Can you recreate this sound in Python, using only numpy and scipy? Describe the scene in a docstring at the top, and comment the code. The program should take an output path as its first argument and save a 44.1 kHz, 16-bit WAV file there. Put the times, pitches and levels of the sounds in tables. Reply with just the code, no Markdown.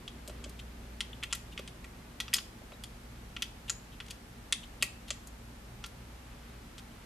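"""Turning a screw with a coin

Fingers turn a camera plate's mounting screw with a coin, half a turn at a time, above a table in a
small room. Impacts and sliding friction in the slot excite the modes of screw, plate and body.
The thread squeaks by stick-slip, the hollow body bumps softly in the hand, and skin rubs on it.
Small motors and mains hum run under it all, with a bed of room noise."""
import sys
import numpy as np
from scipy import signal
from scipy.fft import rfft, irfft
from scipy.io import wavfile
from scipy.ndimage import uniform_filter1d

SR = 44100
rng = np.random.default_rng(int(sys.argv[2]) if len(sys.argv) > 2 else 0)


def put_to_file(sound):
    """Save the sound as 16-bit audio at rate SR, in the file named by the first command-line argument."""
    columns = np.atleast_2d(sound).T  # one column per channel
    safe = np.clip(columns, -1, 1)
    whole_steps = np.round(safe * 32767)
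    wavfile.write(sys.argv[1], SR, whole_steps.astype(np.int16))


N = 311081
T = np.arange(N) / SR
PLATE_HZ = 3190  # the plate's main resonance


def coin_knocks(spot_db=11, spot_octaves=0.45, thrust_octaves=1.56, low_hz=850):
    """Impact excitation: hardness tilts the treble, thrust drives the shell, the part struck rings most."""
    # blows of the coin in the slot: start_s, strength_db, hardness_db_per_octave, thrust_db, spot_hz
    knocks = [(0.0785, -51.0, -1, -0.5, 3300), (0.277, -55.0, 9.0, -12, 1400),
              (0.297, -56.5, 3.0, 0.5, 1400), (0.441, -47.5, -4.5, -6.0, 7900),
              (0.4952, -73.5, 16.0, 10.0, 4000), (1.006, -32, -8.5, -11, 10100), (1.2276, -49, -7, 3, 2700),
              (1.2351, -45.0, 3.0, 4, 2680), (1.3267, -34.5, -2.5, 1.5, 7950),
              (1.3504, -48.5, 3.5, -0.5, 12600), (1.5766, -47.5, -4, 1, 2660),
              (1.5921, -49.0, -2.5, 4.5, 12600), (1.6767, -47.5, -5.0, -12.0, 10100),
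              (1.8436, -59.5, 4, 8.5, 1950), (2.2021, -33.5, -4.5, -6, 12600), (2.281, -48, -14.5, 4, 5830),
              (2.331, -43, -4, -3.5, 2300), (2.3383, -28.5, 2.0, -10, 12300), (2.3653, -52, 6, 9, 4000),
              (2.384, -45, -5, 8, 4000), (2.7204, -57.5, -9.0, 9.5, 12600), (2.8375, -54.5, 8, 1.5, 3370),
              (3.365, -38.5, -18, -4.5, 8700), (3.422, -31.0, -5.5, -12.5, 12500),
              (3.6969, -42, 4.5, 7.5, 6300), (4.0026, -42.5, -14, -1, 10100),
              (4.1076, -47.0, 4.0, -30, 1950), (4.5246, -26.5, -5.0, -12.5, 9300),
              (4.8247, -32.5, 5.5, -3, 1950), (5.1053, -36.5, -3.5, -3.5, 7100),
              (5.2725, -71.5, 14.5, 10, 6300), (5.8404, -43, -3.5, -6.5, 1390),
              (5.8613, -65.0, 12.5, 18.0, 4000), (6.781, -51.5, 0.5, -12, 1410)]
    # bands of shell, base, plate, screw, coin, coin rim and contact tick: low_hz, high_hz
    parts = [(900, 1700), (1700, 2850), (2850, 3650), (3650, 6200), (6200, 8000), (8000, 11000),
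             (11000, 15000)]
    # each part's share of an average knock: level_db
    part_db = [-7.5, -2, -0.95, -1.44, -6.5, -8.5, -19.5]
    # reflections off surfaces near the camera: delay_s, gain_db
    surfaces = [(.00368, -3), (.0044, -8), (.0083, -12)]
    out, t = np.zeros(N), np.arange(3072) / SR
    f = np.fft.rfftfreq(len(t), 1 / SR)
    octaves = np.log2(np.sqrt(np.prod(parts, axis=1)) / PLATE_HZ)
    above, below = np.maximum(octaves, 0), np.maximum(-octaves, 0) / thrust_octaves
    for start_s, strength_db, hardness, thrust_db, spot_hz in knocks:
        hit = impact(t)
        for delay_s, db in surfaces:  # each direction radiates its own mix of the modes
            hit = hit + undb(db) * np.pad(impact(t), (int(delay_s * SR), 0))[:len(t)]
        nearness = np.exp(-((octaves - np.log2(spot_hz / PLATE_HZ)) / spot_octaves) ** 2)
        levels_db = strength_db + np.array(part_db) + spot_db * nearness
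        levels_db += hardness * above + thrust_db * below
        # a part's level is its energy spread over 10 ms
        power = np.abs(rfft(hit)) ** 2 * 2 / len(t) / (SR / 100)
        band_gains = []
        for (lo, hi), db in zip(parts, levels_db):
            gain_db = db - 10 * np.log10(power[(f > lo) & (f < hi)].sum())
            band_gains += [(lo * 1.06, gain_db), (hi / 1.06, gain_db)]
        add(out, start_s, coloured(hit, band_gains))
    radiation = signal.butter(3, low_hz, "high", fs=SR, output="sos")  # small parts radiate no bass
    return signal.sosfilt(radiation, out)


def impact(t, crack_db=-4, crack_s=0.0011, chatter_db=-14, chatter_s=0.022):
    """Impulse response of the assembly: a contact crack, free vibration and the chatter of loose parts."""
    # modes of the whole assembly: frequency_hz, t60_s, level_db
    modes = [(1138, 0.02, -10.5), (1369, 0.018, -6), (1927, 0.014, -4.5), (2540, 0.014, -2.5),
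             (2690, 0.019, -4.5), (2934, 0.015, -4), (3320, 0.0074, 4.5), (4047, 0.032, -12),
             (4555, 0.027, -9.5), (4974, 0.032, -11.5), (5880, 0.014, -10), (6375, 0.023, -7),
             (7030, 0.016, -3), (7260, 0.0044, -16), (7570, 0.012, -1), (8070, 0.0087, -8.5),
             (8560, 0.0033, -2.5), (10400, 0.0055, -25), (11300, 0.0034, -3)]
    # spectrum of the contact noise: frequency_hz, gain_db
    contact_colour = [(300, -33), (800, -26), (1250, -12), (1650, -16), (2100, 8.5), (3350, 3.5),
                      (3750, 6.5), (7200, 2.5), (10000, 1.5), (11450, -3.5), (12600, 10), (14500, -16)]
    crack, chatter = rng.standard_normal((2, len(t)))
    contact = undb(crack_db) * unit_energy(crack * np.exp(-t / crack_s))
    contact += undb(chatter_db) * unit_energy(chatter * np.exp(-t / chatter_s))
    return unit_energy(ring(t, modes)) + coloured(contact, contact_colour)


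def ring(t, modes, scatter_db=2, detune=0.002):
    """Modal superposition: damped sinusoids, varied a little by the grip and the point of contact."""
    hz, t60_s, db = np.transpose(modes)
    size, shift = rng.standard_normal((2, len(hz)))
    gain = undb(db + scatter_db * size) * rng.choice([-1, 1], len(hz))
    phase = 2 * np.pi * np.outer(hz * (1 + detune * shift), t)
    return gain @ (np.sin(phase) * undb(-60 * t / t60_s[:, None]))


def coin_scrapes(grain_db=5, base_width_hz=2000, hiss_db_per_doubling=14):
    """Sliding friction: dense, tiny slips drive the plate's resonance and hiss at the coin's edge."""
    # slides of the coin on the screw head: start_s, length_s, level_db, relative_hiss_db
    slides = [(0.588, 0.02, -47.5, -6.5), (1.129, 0.0084, -42.5, -29), (1.301, 0.025, -52, -9),
              (1.513, 0.032, -56, -8), (2.35, 0.015, -46, 7), (3.676, 0.024, -45, -9),
              (3.911, 0.05, -60, -14), (4.061, 0.0087, -58.5, 6), (4.081, .008, -54, 1),
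              (4.101, 0.0066, -51, 0), (4.54, 0.049, -62, -7), (4.629, .02, -49.5, -11),
              (4.806, 0.023, -50, -15), (5.074, .03, -54, 0.5), (6.787, .015, -58, 3)]
    out = np.zeros(N)
    for start_s, length_s, db, hiss_db in slides:
        slip, size = rng.standard_normal((2, 4096))
        slips = slip * undb(grain_db * size)
        # a sharper edge excites a wider band of the plate
        width_hz = base_width_hz * 2 ** (hiss_db / hiss_db_per_doubling)
        stretch = 1 + width_hz / PLATE_HZ / 2
        plate = unit_rms(band(slips, PLATE_HZ / stretch, PLATE_HZ * stretch))
        hiss = undb(hiss_db) * unit_rms(band(slips, 1800, 8400))
        n = min(int(length_s * SR), len(slips))
        add(out, start_s, undb(db) * (plate + hiss)[-n:] * signal.windows.tukey(n, 0.7))
    return out


def thread_squeaks(wobble=0.043):
    """Stick-slip oscillation: friction locks roughly onto one metal mode for a few milliseconds."""
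    # squeaks of the screw thread: start_s, length_s, pitch_hz, level_db
    squeaks = [(1.33, 0.0046, 7000, -34.5), (1.328, 0.011, 5900, -39.5), (2.341, 0.0065, 5100, -27),
               (2.366, 0.0072, 6800, -35.5), (2.728, 0.02, 3850, -60.5), (3.698, 0.0077, 6920, -29.5)]
    out = np.zeros(N)
    for start_s, length_s, pitch_hz, db in squeaks:
        n = int(length_s * SR)
        jitter = unit_rms(uniform_filter1d(rng.standard_normal(2048), size=16))[:n]
        phase = 2 * np.pi * np.cumsum(pitch_hz * (1 + wobble * jitter)) / SR
        add(out, start_s, undb(db) * unit_rms(np.sin(phase) * np.hanning(n)))
    return out


def body_bumps(push_s=0.0026):
    """Damped resonance: a soft, uneven push rings the hollow body while the hand damps it."""
    # shifts of the held camera against the table: start_s, level_db
    bumps = [(.281, -47), (.298, -47), (.458, -48), (1.593, -44.5), (2.617, -53), (2.722, -53.5),
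             (4.825, -47), (5.106, -47)]
    # resonances of the hollow body: frequency_hz, t60_s, level_db
    hollow_modes = [(390, 0.026, 0), (500, 0.02, 0), (594, 0.033, 2.5)]
    out, t = np.zeros(N), np.arange(4096) / SR
    for start_s, db in bumps:
        push = rng.standard_normal(len(t)) * np.exp(-t / push_s)
        body = signal.fftconvolve(push, ring(t, hollow_modes))
        add(out, start_s, undb(db) * unit_energy(band(body, 286, 1130)))
    return out


def skin_friction(grip_db=-58, rub_db=-66, tighten_s=5.8, tighten_db=-67.5, uneven_db=2):
    """Friction noise: the palm rumbles unevenly on the body and the fingertips whisper."""
    palm_db = grip_db - 2.5 * T  # falls as the hold settles
    palm = unit_rms(band(rng.standard_normal(N), 43, 334)) * undb(palm_db)
    # the fingertips quieten as the screw runs in, then press on the coin for the last, tight turn
    tips_db = uniform_filter1d(np.where(T < tighten_s, rub_db - 1.6 * T, tighten_db), size=SR // 3)
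    tips = unit_rms(band(rng.standard_normal(N), 1100, 3300)) * undb(tips_db)
    return (palm + tips) * undb(uneven_db * wander(14))


def room(x, early_db=-12, early_s=0.011, tail_db=-15.5, t60_s=0.35, spread=0.21):
    """Reverberation: direct sound, scatter off the table and a diffuse tail reach two microphones."""
    # balance between the microphones: frequency_hz, left_over_right_db
    balance = [(1300, -1), (2400, 1), (4400, 3), (8500, 1), (12500, -2.5)]
    t = np.arange(SR // 2) / SR
    shared, left, right, tail_left, tail_right = rng.standard_normal((5, len(t)))
    out = []
    for share, own, diffuse in [(0.3, left, tail_left), (-0.665, right, tail_right)]:
        early = (shared + spread * own) * np.exp(-t / early_s) * (t > 0.0036)
        tail = band(diffuse, 200, 12000, order=1) * undb(-60 * t / t60_s) * (t > 0.008)
        response = undb(early_db) * early / np.linalg.norm(early)
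        response += undb(tail_db) * tail / np.linalg.norm(tail)
        response[0] += 1  # direct path
        response = coloured(response, [(hz, share * db) for hz, db in balance])
        out.append(signal.fftconvolve(x, response)[:N])
    return np.array(out)


def hum(waver_db=0.5, drift_rad=0.28, drone_hz=58.96):
    """Beating: motor and mains tones of nearby frequency interfere, each wavering in level and phase."""
    # motor and mains tones: frequency_hz, rms_db
    tones = [(36.0, -62.5), (37.85, -70.5), (116.46, -64.5), (120, -63), (176.8, -69.5), (228, -65.5),
             (232.9, -68.5), (240, -66.5), (276, -77.5), (839.7, -75.5)]
    # swell and fall of the low drone: time_s, rms_db
    drone_levels = [(0, -60), (.33, -47), (1.6, -52.5), (2.6, -57.5), (3.3, -51), (4, -56.5), (5.2, -53.5),
                    (6.6, -53.5), (7.05, -63)]
    drone_gain = undb(np.interp(T, *np.transpose(drone_levels)))
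    lines = [(hz, undb(db)) for hz, db in tones] + [(drone_hz, drone_gain)]
    out = np.zeros(N)
    for hz, gain in lines:
        amplitude = np.sqrt(2) * gain * undb(waver_db * wander(3.6))
        phase = 2 * np.pi * (hz * T + rng.random()) + drift_rad * wander(1.99)
        out += amplitude * np.sin(phase)
    return out


def air(level_db=-51.5, top_hz=13900):
    """Partial coherence: room noise is alike in both channels in the bass; microphone hiss lies above."""
    # spectrum of the background noise: frequency_hz, relative_density_db
    spectrum = [(20, -36), (40, -5.5), (52, -3.5), (66, -12), (85, -10), (112, -8.5), (140, -13),
                (205, -11.5), (310, -16.5), (450, -19), (850, -21), (1800, -24.5), (3530, -30),
                (13500, -39)]
    # likeness of left and right: frequency_hz, correlation
    likeness = [(60, 0.99), (130, 0.99), (290, 0.88), (640, 0.065), (1400, 0.017), (3100, 0.049),
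                (7000, 0.13), (13000, 0.51)]
    f = np.arange(N // 2 + 1) * SR / N
    colour = undb(over_hz(spectrum, f)) / np.sqrt(1 + (f / top_hz) ** 120)
    correlation = np.clip(over_hz(likeness, f), 0, 1)
    mid = irfft(rfft(rng.standard_normal(N)) * colour * np.sqrt(1 + correlation), N)
    side = irfft(rfft(rng.standard_normal(N)) * colour * np.sqrt(1 - correlation), N)
    return unit_rms(np.array([mid + side, mid - side])) * undb(level_db)


def undb(db):
    """Decibels to amplitude ratio."""
    return 10 ** (np.asarray(db) / 20)


def unit_rms(x):
    """Normalise to rms 1."""
    return x / np.sqrt(np.mean(x ** 2))


def unit_energy(x):
    """Normalise a transient to the energy of 10 ms at rms 1."""
    return x / np.sqrt(np.sum(x ** 2) / (SR / 100))


def band(x, lo_hz, hi_hz, order=2):
    """Causal band-pass filter."""
    return signal.sosfilt(signal.butter(order, [lo_hz, hi_hz], "band", fs=SR, output="sos"), x)


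def over_hz(points, f):
    """Interpolate (frequency_hz, value) points on a logarithmic frequency axis."""
    hz, value = np.transpose(points)
    return np.interp(np.log(f + 1), np.log(hz), value)


def coloured(x, points):
    """Minimum-phase filter through (frequency_hz, gain_db) points; it keeps an attack sharp."""
    n = len(x)
    gain = undb(over_hz(points, np.arange(n // 2 + 1) * SR / n))
    cepstrum = irfft(np.log(gain), n)
    cepstrum[1:n // 2] *= 2  # folding onto positive time makes the filter causal
    cepstrum[n // 2 + 1:] = 0
    return irfft(rfft(x) * np.exp(rfft(cepstrum)), n)


def wander(rate_hz):
    """Smoothed random steps with a standard deviation near 1."""
    k = int(SR / rate_hz)
    steps = np.repeat(rng.standard_normal(N // k + 1), k)
    return 1.25 * uniform_filter1d(uniform_filter1d(steps, k), k)[:N]


def add(track, start_s, x):
    """Superpose x on the track from start_s."""
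    i = int(start_s * SR)
    track[i:i + len(x)] += x[:N - i]


def scene():
    """Superposition: the handling sounds reverberate in the room, over hum and air."""
    handling = coin_knocks() + coin_scrapes() + thread_squeaks() + body_bumps() + skin_friction()
    return room(handling) + hum() + air()


def record(dry):
    """Band limiting: a steep low-pass filter cuts the treble above 15 kHz."""
    return signal.sosfilt(signal.ellip(8, 0.2, 70, 15000, fs=SR, output="sos"), dry)


dry = scene()
out = record(dry)
put_to_file(out)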